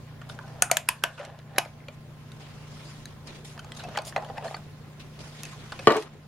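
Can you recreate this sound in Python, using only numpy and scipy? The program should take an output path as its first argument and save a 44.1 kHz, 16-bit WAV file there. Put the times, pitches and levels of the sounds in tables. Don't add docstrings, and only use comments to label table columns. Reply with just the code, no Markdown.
import sys
import numpy as np
from scipy import signal
from scipy.fft import rfft, irfft
from scipy.io import wavfile
from scipy.ndimage import uniform_filter1d

SR = 44100
rng = np.random.default_rng(int(sys.argv[2]) if len(sys.argv) > 2 else 0)


def boost_factor(decibels):
    exponent = np.asarray(decibels, float) / 20
    return 10 ** exponent


def unload_wav(signal):
    wavfile.write(
        sys.argv[1],
        SR,
        np.round(np.clip(np.atleast_2d(signal).T, -1, 1) * 32767).astype(np.int16),
    )


N = 276595

# frequency in Hz, level in dB per Hz.
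HUSH = [(12, -32.5), (25, -17), (50, -19), (65, -15.5), (100, -18.5), (135, -15), (175, -18), (230, -18),
        (300, -24.5), (446, -24), (558, -26.5), (1060, -31), (1760, -33.5), (2080, -35), (16000, -54.5)]
# frequency in Hz, level in dB, line width in Hz.
HUM = [(94, -58.5, 9), (120.4, -52.5, 2.5), (149.1, -48.5, 0.49), (212, -61, 19), (240.3, -63.5, 3),
       (1045, -68.5, 16)]
# frequency in Hz, likeness from -1 to 1.
DIFFUSE_COHERENCE = [(60, 0.63), (130, 0.87), (290, 0.79), (640, 0.67), (1410, 0.4), (3100, -0.023),
                     (6820, -0.072), (15000, 0.17)]
# frequency in Hz, likeness from -1 to 1.
NEAR_COHERENCE = [(200, 1), (640, .985), (1400, .87), (3100, .75), (6800, .87), (11000, .8), (15000, .35)]
# frequency in Hz, t60 in seconds.
ROOM_T60 = [(250, 0.17), (700, 0.3), (1800, 0.22), (4600, 0.15), (12000, 0.2)]
# frequency in Hz, width in Hz.
NOTCHES = [(5925, 69), (7825, 290)]

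# frequency in Hz, level in dB per Hz.
CLOTH = [(300, -0.5), (700, 0.5), (1500, -1), (3000, 1), (5500, -0.5), (9000, -5), (12000, -12.5),
         (16000, -56.5)]
# peak in seconds, level in dB, brightness in dB, rise and fade in seconds per 10 dB.
RUBS = [(.292, -52, -3, -0.16, 0.05), (.412, -61, -9, 0, 0.5), (1.26, -60.5, -6.5, 0.5, 0.05),
        (1.39, -54, -8.5, 0, 0), (1.56, -57, -22.5, 0, 0.32), (1.66, -58.5, -5.5, -0.14, 0.08),
        (1.95, -64, 1, 0.04, -1.9), (2.4, -52, -16.5, 0, 0.47), (2.92, -53.5, -7.5, 0.49, 0.18),
        (3.272, -55.5, -5, 0.02, -0.1), (3.448, -53.5, 2.5, -0.02, 0.09), (3.74, -58.5, -10, 0.2, 0.65),
        (3.98, -43, -22, 0.14, -0.17), (4.082, -55.5, 8.5, 0.03, 0.05), (4.2, -55, -15, -0.5, 0.4),
        (4.44, -52.5, -1, 0, 0.13), (3.765, -52.5, 5.5, -0.03, 0.12), (5.4, -56.5, -11, 0.35, .5),
        (5.445, -54.5, 1.5, 0.2, 0.2), (5.81, -51.5, -15.5, .5, 0.14), (6.0, -51, -1, 0.3, 0.06),
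        (6.06, -53, -25, -0.2, 0.15)]
# start in seconds, peak in dB, t60 in seconds.
SCUFFS = [
    (3.2719, -39.5, 0.41),
    (3.3465, -42, 0.28),
    (4.996, -41, 0.22),
    (5.19, -41.5, 0.58),
]
# peak in seconds, level in dB, brightness in dB, rise and fade in seconds per 10 dB.
DRAGS = [(.3, -57, 7, -0.2, -0.3), (.386, -54, -0.5, 0.15, -0.5), (.612, -46.5, -6, 0.23, -0.24),
         (1.1, -46, -12, -0.3, 0.03), (1.205, -41, 0.5, -0.02, 0.11), (1.39, -49, 4.5, -0.01, 0.02),
         (1.575, -44.5, -1.5, 0.08, 0.01), (3.59, -54, 1.5, 0.03, 0.1), (3.855, -48, -22, 0.1, 0.07),
         (3.965, -45, 2, 0.1, -0.15), (4.2, -43.5, -16, 0.07, 0.2), (4.384, -40.5, 1, 0.04, -0.05),
         (4.31, -46, -3, 0.08, 0), (4.46, -40, -1.5, 0.0551, 0.03)]

# frequency in Hz, width in Hz, level in dB.
CASE = [(682.4, 12, -3.5), (969, 26, -4), (1450, 31, -7.5), (1730, 39, 1), (2720, 990, -6),
        (4840, 160, 5.5), (5286, 260, 4), (6890, 520, 1.5), (7880, 260, 0), (9770, 540, -10),
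        (10830, 700, -17), (11630, 600, -31), (12600, 660, -35), (14000, 900, -38), (15300, 600, -33.5)]
# start in seconds, 1.2-4 kHz
# peak in dB, treble against it in dB, ring in Hz, length in ms.
TICKS = [(0.2967, -30.5, -21, 1420, 1.7), (1.2493, -35.5, 1.5, 4300, 1.9), (2.3175, -38, -3.5, 3690, 1.6),
         (3.0555, -30.5, 1, 6560, 0.93), (3.5916, -32, -5, 1430, 3.9), (3.7194, -25.5, -8.5, 3170, 0.56),
         (3.7925, -34, -15, 1520, 8.7), (4.0497, -43, 6, 3600, 2.4), (4.2468, -37, -5, 4200, 1.5),
         (5.4335, -31.5, 9.5, 6300, 0.47), (5.4521, -32.5, 1, 2560, 1.2), (5.9652, -27, -4, 1186, 3.9),
         (6.0227, -33, -6, 1150, 1.1)]
TAPS = [(0.2146, -35.5, -13, 1380, 2.6), (0.389, -29, -15, 1550, 0.66), (0.4756, -46, -4, 1470, 5.8),
        (0.5452, -53, -10, 1500, 2.5), (1.1747, -37.5, -16.5, 1450, 11), (1.5424, -53, -12, 1800, 1.56),
        (3.5765, -36, -8, 1760, 1.5), (3.6444, -38, -3.5, 1220, 2.1), (3.836, -40, 2, 3900, 2.1),
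        (3.9855, -29, -9, 2400, 2.8), (4.0178, -42, 5, 1520, 2), (4.124, -33, -18, 1800, 1.4),
        (4.4785, -35, -15, 1830, 3.7), (4.543, -24, -25, 1230, 2.1), (4.5655, -35, -8, 1500, 2.2),
        (5.7195, -28.5, -9, 1540, 4.4), (5.79, -30.5, -6, 2500, 5), (5.919, -25, -5.5, 3790, 2)]
PULLS = [
    (3.9724, -28, 1.5, 2390, 1.2),
    (4.1618, -18, -21, 1990, 0.67),
]
FLICKS = [
    (1.5605, -32.5, -17, 1800, 4),
    (1.5848, -12, -12, 2900, 0.33),
    (1.648, -35, -10, 2270, 4.7),
    (3.7468, -42.5, 0, 1320, 5.2),
    (3.803, -38, -15, 2900, 1.7),
    (3.886, -38.5, -6, 1340, 4),
    (4.2855, -43, -14, 1900, 7),
    (4.503, -42, -13, 2600, 2),
    (4.638, -54, 0, 3900, 1),
]
# start in seconds, 1.2-4 kHz peak in dB, bass against it in dB, ring in Hz, length in ms.
KNOCKS = [(1.1879, -38.5, -1.5, 579, 9.2), (1.8827, -32.5, -3, 585, 1.46), (3.8504, -43, 6, 716, 1.1),
          (3.884, -46, 7.5, 685, 2.1), (3.9724, -21, 3, 820, 2.4), (4.1619, -25, 9, 790, 2.44),
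          (4.1744, -34.5, 12.5, 670, 2.4), (4.2205, -43, 14.5, 817, 3.6), (4.2976, -42, 14, 790, 2.5),
          (4.3789, -31.5, 6.5, 783, 2), (4.4405, -37.5, 11, 660, 6.5), (4.4654, -37, 7.5, 668, 5)]
NUDGES = [(1.655, -43, 8.5, 620, 4), (3.5637, -54.5, 8, 606, 2.5), (3.667, -50, 8, 590, 1.6),
          (3.836, -45, 9.5, 730, 2.1), (3.946, -36.5, 4, 628, 5.7), (3.9862, -32.5, 3.5, 626, 2.2),
          (4.066, -43, 8, 650, 4), (4.188, -46, 13, 800, 2.2), (4.232, -47, 14, 706, 2.8),
          (4.37, -36.5, 5.5, 930, 6.4), (4.4222, -39, 4, 760, 3.8), (4.455, -42.5, 14, 680, 2.4),
          (4.508, -40.5, 8.5, 770, 3.4), (4.522, -41.5, 5, 815, 3)]
# start in seconds, peak in dB, ring in Hz, width in Hz.
PINGS = [(.622, -31, 380, 90), (1.036, -33, 400, 90), (1.582, -26, 390, 90), (1.586, -31, 2920, 25),
         (1.0385, -20, 1440, 45), (3.592, -38, 3100, 90), (3.592, -42, 4300, 110), (3.794, -41, 4200, 110),
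         (4.247, -40, 3080, 80), (4.478, -40, 4300, 110), (4.379, -36, 2600, 120), (.41, -45, 1010, 15),
         (.7145, -20, 690, 22), (.877, -41, 1500, 60), (1.024, -41, 1550, 30), (1.038, -28, 830, 50),
         (3.85, -32, 700, 25), (5.968, -21, 430, 14), (6.15, -46, 420, 10), (3.9725, -27, 4300, 400),
         (.7695, -17, 2900, 180), (3.885, -33, 720, 45), (5.437, -41, 2650, 30), (5.53, -45, 1050, 15),
         (.624, -25, 720, 30), (4.162, -24, 2500, 150), (4.163, -24, 1800, 90)]
GLINTS = [(1.0384, -20.5, 1750, 120), (3.803, -36, 1410, 120), (3.973, -27, 3000, 250),
          (3.987, -23, 4420, 500), (5.434, -30, 10500, 1490), (5.4345, -38, 13500, 1500),
          (5.8805, -17, 246, 28), (5.872, -27, 140, 25), (4.371, -36, 1800, 150), (4.4535, -32, 690, 35),
          (4.4655, -27, 680, 50), (4.5435, -30, 950, 220), (4.379, -30, 830, 45), (4.511, -36, 760, 50),
          (5.8735, -17, 1163, 30), (5.874, -22, 3300, 300), (5.882, -24, 2340, 120),
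          (5.892, -28, 2900, 250), (5.9075, -17, 600, 90), (5.92, -22, 600, 80), (.7135, -24, 3200, 400),
          (.6215, -22, 1470, 60), (5.7205, -31, 3300, 700), (5.721, -33, 4600, 500),
          (5.7285, -32, 3600, 900), (5.7915, -35, 4000, 600), (5.921, -36, 12500, 2500),
          (5.9665, -32, 10500, 2500), (4.1625, -19, 1300, 500), (4.169, -33, 4200, 200),
          (1.205, -40, 1900, 300), (3.951, -36, 3200, 300)]
# frequency in Hz, width in Hz, level in dB.
ZIP_RING = [(3600, 700, -5), (5000, 600, -2.5), (7000, 650, 1), (9300, 700, 1), (12800, 900, -13)]

# frequency in Hz, level in dB, t60 in seconds.
HOLLOW = [(160, -24, .03), (246, -6, 0.073), (303, -13, 0.11), (408, 1.5, .055), (435, -2.5, .08),
          (585, -5.5, 0.063), (668, -11, .07), (934, -13, 0.044), (1168, -10, 0.058), (1490, -17.5, 0.027),
          (1840, -9.5, 0.0154), (2320, -14.5, 0.017), (2900, -11.5, .01), (4046, -13, 0.0056)]
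# start in seconds, peak in dB, contact in ms, hardness above 900 Hz in dB.
BOUNCES = [
    (5.872, -2, 2.25, 2),
    (5.8808, -8, 1.5, -1),
    (5.9045, -15.5, 2, 3),
    (5.908, -8.5, 4.3, -4),
    (5.959, -18, 3.7, -9),
    (5.971, -23, 4.5, -2),
]
# time in seconds, level in dB, brightness in dB.
RATTLE = [
    (5.875, -19, -3.5),
    (5.957, -33, 2),
    (5.981, -28, -8),
    (6.013, -41, -7.5),
    (6.08, -54.5, 1),
]

# start in seconds, 2.1-3.5 kHz peak in dB,
# 3.5-6 kHz against it in dB, 6-9 kHz against it in dB, snap length in ms.
SNAPS = [
    (0.622, -10, -16, 1.5, 0.81),
    (0.7135, -12.5, -6, 2.5, 1),
    (0.7694, -7.5, -23, -7.5, 0.93),
    (0.8877, -9.5, -12, -11.5, 1.08),
    (1.037, -12.5, -9.5, -13.5, 1.3),
    (1.5821, -11.5, -8.5, -6.5, 1.65),
]
# four ring frequencies in Hz, 9-16 kHz against the 2.1-3.5 kHz peak in dB.
SPRING_RINGS = [
    (2590, 6730, 8180, 9500, -0.5),
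    (2210, 6870, 8350, 11250, -5.5),
    (2860, 7300, 10000, 11780, -12.5),
    (2650, 7400, 9600, 10830, -6),
    (2820, 5600, 11000, 11300, -9.5),
    (2500, 6300, 7000, 10970, -6),
]
# start in seconds, peak in dB, low ring in Hz,
# panel ring in Hz, panel against the low ring in dB.
THUMPS = [
    (0.621, -19.5, 720, 1450, 2.5),
    (0.7125, -15.5, 675, 1430, -5),
    (0.768, -23.5, 589.5, 1630, 4),
    (0.886, -20.5, 990, 1730, 5.5),
    (1.036, -21.5, 586.4, 1515, 8),
    (1.5802, -13.5, 802, 1614, 0),
]
# start in seconds, peak in dB, ring in Hz, width in Hz.
CREAKS = [(.6985, -27, 1300, 130), (.705, -30, 1230, 130), (3.957, -29, 1850, 200), (1.803, -46, 2080, 150),
          (1.838, -48, 2070, 150), (3.84, -38, 2620, 30), (4.545, -31, 4505, 90), (5.454, -42, 2600, 35),
          (5.797, -38, 2530, 40), (5.794, -35, 540, 40), (1.195, -35, 575, 10), (.435, -49, 1500, 9),
          (.3, -46, 600, 12)]


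def evened(x):
    return x / np.sqrt(np.mean(x ** 2) + 1e-20)


def read(points, hz):
    f, value = np.transpose(points)
    return np.interp(np.log(hz + 1), np.log(f + 1), value)


def add(mix, s, sound):
    part = mix[:, round(s * SR):][:, :sound.shape[1]]
    part += sound[:, :part.shape[1]]


def paired(a, b, same, hz):
    c = np.clip(read(same, hz), -1, 1)
    return np.array([a, c * a + np.sqrt(1 - c ** 2) * b])


def noise(level_db, same, patchy_db):
    t = np.arange(N // 128 + 6)[:, None] * 128 / SR
    hz = np.fft.rfftfreq(512, 1 / SR)
    a, b, c, d, patches = np.moveaxis(rng.standard_normal((len(t), 257, 5)), 2, 0)
    patches = uniform_filter1d(patches, size=12, axis=0)
    patches = evened(uniform_filter1d(patches, size=9, axis=1))
    z = paired(a + 1j * b, c + 1j * d, same, hz) * boost_factor(level_db(t, hz) + patchy_db * patches)
    return signal.istft(z.transpose(0, 2, 1), nperseg=512, noverlap=384)[1][:, :N]


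def rings(modes, lo, hi, size=4096):
    t = np.arange(size) / SR
    x = np.zeros(size)
    for f, width, db in modes:
        if lo <= f < hi:
            x = x + boost_factor(db) * width * np.exp(-np.pi * width * t) * np.sin(2 * np.pi * f * t)
    band = signal.butter(2, [lo * .8, min(hi * 1.25, 16000)], "band", fs=SR, output="sos")
    return signal.sosfilt(band, x)


def knock(ms, bands, rise=0.35, grit_db=5, solid=0):
    u = np.arange(4096) / SR * 1000 / max(ms, .1)
    draw = rng.standard_normal((3, 4096))
    force = draw[:2] * boost_factor(grit_db * draw[2]) * np.minimum(u / rise, 1) ** 2 * np.exp(-u)
    push = rfft(force)
    left, other = push / np.sqrt(uniform_filter1d(abs(push) ** 2, size=40))
    hz = np.fft.rfftfreq(4096, 1 / SR)
    left = solid + (1 - solid) * left
    pair = paired(left, other, NEAR_COHERENCE, hz)
    out = np.zeros((3, 4096))
    for response, db in bands:
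        spectrum = rfft(response)
        part = irfft(pair * spectrum)
        part *= boost_factor(db) / (abs(part.mean(0)).max() + 1e-12)
        power = abs(spectrum) ** 2
        fine = abs(uniform_filter1d(power, size=18))
        coarse = abs(uniform_filter1d(power, size=int(650 * 4096 / SR)))
        spread = irfft(np.sqrt(np.where(hz < 4000, fine, coarse)) * np.exp(-2j * np.pi * hz * .003))
        out += np.vstack([part, evened(spread) * np.std(part)])
    return out * np.linspace(1, 0, 4096) ** .5


def grains(body, per_s, size_db):
    size = boost_factor(size_db * np.clip(rng.standard_normal(N), -2, 2))
    slips = rng.random(N) < per_s / SR
    force = np.clip(rng.standard_normal((2, N)), -2, 2) * size * slips
    force[1] = .9 * force[0] + .4 * force[1]
    return evened(signal.oaconvolve(force, body[None])[:, :N])


def strokes(table, resting_db):
    t = np.arange(0, N + 64, 64) / SR
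    s, db, bright_db, rise, fade = np.transpose(table)[:, :, None]
    away = np.where(t < s, (s - t) / np.maximum(rise, .002), (t - s) / np.maximum(fade, .002))
    power = boost_factor(db - 10 * away ** 1.19) ** 2
    rest = boost_factor(resting_db) ** 2
    total = power.sum(0) + rest
    colour_db = ((power * bright_db).sum(0) - 12 * rest) / total
    now = np.arange(N) / SR
    return np.interp(now, t, np.sqrt(total)), np.interp(now, t, colour_db)


def automatic_gain_db():
    open_db, snap_dip_db, landing_dip_db = 1.06, -2.5, -8.5
    fall_s, recover_s = 0.021, 0.43
    starts = np.array([row[0] for row in SNAPS + BOUNCES[:1]])[:, None]
    since = np.maximum(np.arange(N) / SR - starts, 0)
    dips_db = np.array([snap_dip_db] * len(SNAPS) + [landing_dip_db])[:, None]
    return open_db + (dips_db * (1 - np.exp(-since / fall_s)) * np.exp(-since / recover_s)).sum(0)


def background():
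    t = np.arange(N) / SR
    flat = noise(lambda at, hz: 0 * at, DIFFUSE_COHERENCE, 1.64)
    hush = irfft(rfft(flat) * boost_factor(read(HUSH, np.fft.rfftfreq(N, 1 / SR))), N)
    mix = boost_factor(-50) * evened(hush)
    for hz, db, width in HUM:
        wander = signal.lfilter([1], [1, -np.exp(-np.pi * width / SR)], rng.standard_normal((2, N)))
        swell = 1 + evened(wander[0]) * min(0.011 + width / 20, .5)
        line = swell * np.sin(2 * np.pi * hz * t + 0.28 * evened(wander[1]))
        fade_db_per_s = -1.25 * (hz % 120 < 5)
        mix = mix + boost_factor(db + fade_db_per_s * (t - 2)) * evened(line)
    return mix * boost_factor(automatic_gain_db())


def room():
    echoes_at = np.arange(60, 14900, 20) + rng.integers(0, 20, (2, 742))
    pulses = np.zeros((2, 15000))
    np.put_along_axis(pulses, echoes_at, rng.choice([-1., 1.], echoes_at.shape), 1)
    hz, t, z = signal.stft(pulses, SR, nperseg=128)
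    hz = hz[:, None]
    fade = boost_factor(-60 * t / read(ROOM_T60, hz)) + boost_factor(1 - 60 * t / 0.028)
    fade = fade / np.sqrt(1 + (hz / 3800) ** 2)
    tail = signal.istft(z * fade, SR, nperseg=128)[1]
    shared = 0.68 * tail.mean(0) + 0.53 * tail
    return shared / np.linalg.norm(shared[0])


def sleeve():
    gain, bright_db = strokes(RUBS, -77)
    t = np.arange(N) / SR

    def colour_db(at, hz):
        return read(CLOTH, hz) + np.interp(at, t, bright_db) * np.clip(hz / 11000, 0, 1.2) ** 0.64

    cloth = evened(noise(colour_db, DIFFUSE_COHERENCE, 2.3))
    power = (gain * boost_factor(3.0)) ** 2
    for s, peak_db, t60 in SCUFFS:
        power += boost_factor(peak_db - 3.0 - 60 * np.maximum(t - s, 0) / t60) ** 2 * (t > s)
    flicker = boost_factor(1.8 * evened(uniform_filter1d(rng.standard_normal(N), size=500)))
    return cloth * np.sqrt(power) * flicker


def drag():
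    gain, bright_db = strokes(DRAGS, -95)
    low = grains(rings(CASE + [(632, 99, 3), (790, 45, 1.5)], 595, 1200), 1200, 4.1)
    damped = [(f, w + 250, db) for f, w, db in CASE]
    high = grains(rings(damped, 1200, 4000), 1500, 4)
    return gain * (boost_factor(-1.5) * low + boost_factor(bright_db - 7.0) * high)


def pings(mix, table, top_hz):
    out = 0 * mix
    for s, db, hz, width in table:
        ring = rings([(hz, width, 0)], min(250, hz), top_hz)
        add(out, s, knock(1.1, [(ring, db)], rise=1.3, solid=.7))
    return out


def zip_slips(mix):
    out = 0 * mix
    start_s, end_s, top_s = 4.0495, 4.096, 4.079
    slips_per_s = (165, 420)
    body = rings(ZIP_RING, 2500, 16000)
    s = start_s
    while s < end_s:
        db = -28.5 - 100 * max((top_s - s) * 3, (s - top_s) * 5)
        add(out, s, knock(0.52, [(body, db + 1.5 * rng.standard_normal())]))
        s += 1 / np.interp(s, [start_s, end_s], slips_per_s)
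    return out


def taps(mix, kinds):
    out = 0 * mix
    for table, rise, usual_db, dull in kinds:
        for s, db, own_db, hz, ms in table:
            bass_db, treble_db = (own_db, usual_db) if dull else (usual_db, own_db)
            shift = np.exp(0.14 * rng.standard_normal(len(CASE)))
            body = [(f * k, 0.57 * w + 60, level) for (f, w, level), k in zip(CASE, shift)]
            body += [(hz, 40 if dull else 90 + 0.025 * hz, 7)]
            bands = [(rings(body, 480, 1200), db + bass_db),
                     (rings(body, 1200, 4000), db),
                     (rings(body, 4000, 11500), db + treble_db)]
            add(out, s, knock(ms, bands, rise))
    return out


def bounces(mix):
    out = 0 * mix
    modes = []
    for f, db, t60 in HOLLOW:
        t60 = max(t60, .005)
        modes.append((f, 2.2 / t60, db + 20 * np.log10(t60 / .1)))
    for s, db, ms, hard_db in BOUNCES:
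        bands = [(rings(modes, 222, 800), db), (rings(modes, 820, 9400), db + hard_db - 1.0)]
        add(out, s, knock(ms, bands, rise=0.13, solid=0.81))
    t = np.arange(N) / SR
    s, level_db, bright_db = np.transpose(RATTLE)
    low_gain = boost_factor(np.interp(t, s, level_db, left=-120, right=-120))
    high_gain = boost_factor(np.interp(t, s, level_db + bright_db, left=-120, right=-120))
    loose = [(f, w + 150, db + f / 700) for f, w, db in modes]
    out[:2] += boost_factor(-5.5) * grains(rings(modes, 288, 800), 1400, 2.5) * low_gain
    out[:2] += boost_factor(0.6) * grains(rings(loose, 730, 6240), 2500, 3.4) * high_gain
    out = signal.sosfilt(signal.butter(4, 225, "high", fs=SR, output="sos"), out)
    return np.array([boost_factor(.7) * np.roll(out[0], -4), boost_factor(-.7) * out[1], out[2]])


def spring_snaps(out):
    damped = [(f, w + 0.0072 * f, db) for f, w, db in CASE]
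    edges = [2100, 3500], [3500, 6000], [6000, 9000], [9000, 16000]
    for (s, db, mid_db, high_db, ms), (*spring, top_db) in zip(SNAPS, SPRING_RINGS):
        shift = np.exp(.05 * rng.standard_normal(len(damped)))
        seated = [(f * k, w, level) for (f, w, level), k in zip(damped, shift)]
        seated += [(hz, 260 if hz < 3500 else 430, 8 if hz < 9000 else -1) for hz in spring]
        levels = db, db + mid_db + 4, db + high_db + 6, db + top_db + 6
        bands = [(rings(seated, *edge), level) for edge, level in zip(edges, levels)]
        add(out, s - .0004, knock(ms * 0.76, bands, rise=2.14, grit_db=5.0))
        add(out, s - .009, knock(7.5, [(rings(damped, 1200, 11000), db - 27)], rise=4.5))


def case_thumps(out):
    t60_s = .065
    earlier = np.maximum(np.arange(4096) - 24, 0)
    for s, db, low_hz, panel_hz, panel_db in THUMPS:
        body = CASE + [(low_hz, 3.8 / t60_s, 6), (590, 70, -4), (panel_hz, 9 / t60_s, 4)]
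        low = rings(body, 590, 1200) - rings(body, 588, 1200)[earlier]
        bands = [(low, db), (rings(body, 1061, 1800), db + panel_db)]
        add(out, s + 0.00061, knock(1.22, bands, rise=0.87, grit_db=1.0))


def switch(mix):
    out = 0 * mix
    spring_snaps(out)
    case_thumps(out)
    for s, db, hz, width in CREAKS:
        add(out, s, knock(1.1, [(rings([(hz, width, 0)], 500, 6000), db)], rise=1.3))
    return out


def scene():
    silence = np.zeros((3, N))
    # (table, rise, usual bass or treble dB, dull)
    contacts = ((TICKS, .45, -22, False), (TAPS, .45, -3, False), (PULLS, .06, -3, False),
                (KNOCKS, .8, -6.5, True), (NUDGES, .8, -12, True), (FLICKS, .45, -14, False))
    steady = background() + sleeve() + drag()
    knocks = pings(silence, PINGS, 6000) + pings(silence, GLINTS, 16000) + zip_slips(silence)
    knocks = knocks + taps(silence, contacts) + bounces(silence) + switch(silence)
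    echoes = signal.fftconvolve(knocks[2:], room(), axes=1)[:, :N]
    return knocks[:2] + boost_factor(-15.0) * echoes + steady


def low_pass(x):
    return signal.sosfilt(signal.butter(12, 17100, fs=SR, output="sos"), x)


def record(dry):
    x = np.clip(dry, -.93, .93)
    x = signal.sosfilt(signal.butter(10, 16000, fs=SR, output="sos"), x)
    for hz, width in NOTCHES:
        x = signal.lfilter(*signal.iirnotch(hz, hz / width, SR), x)
    return low_pass(x)


dry = scene()
out = record(dry)
unload_wav(out)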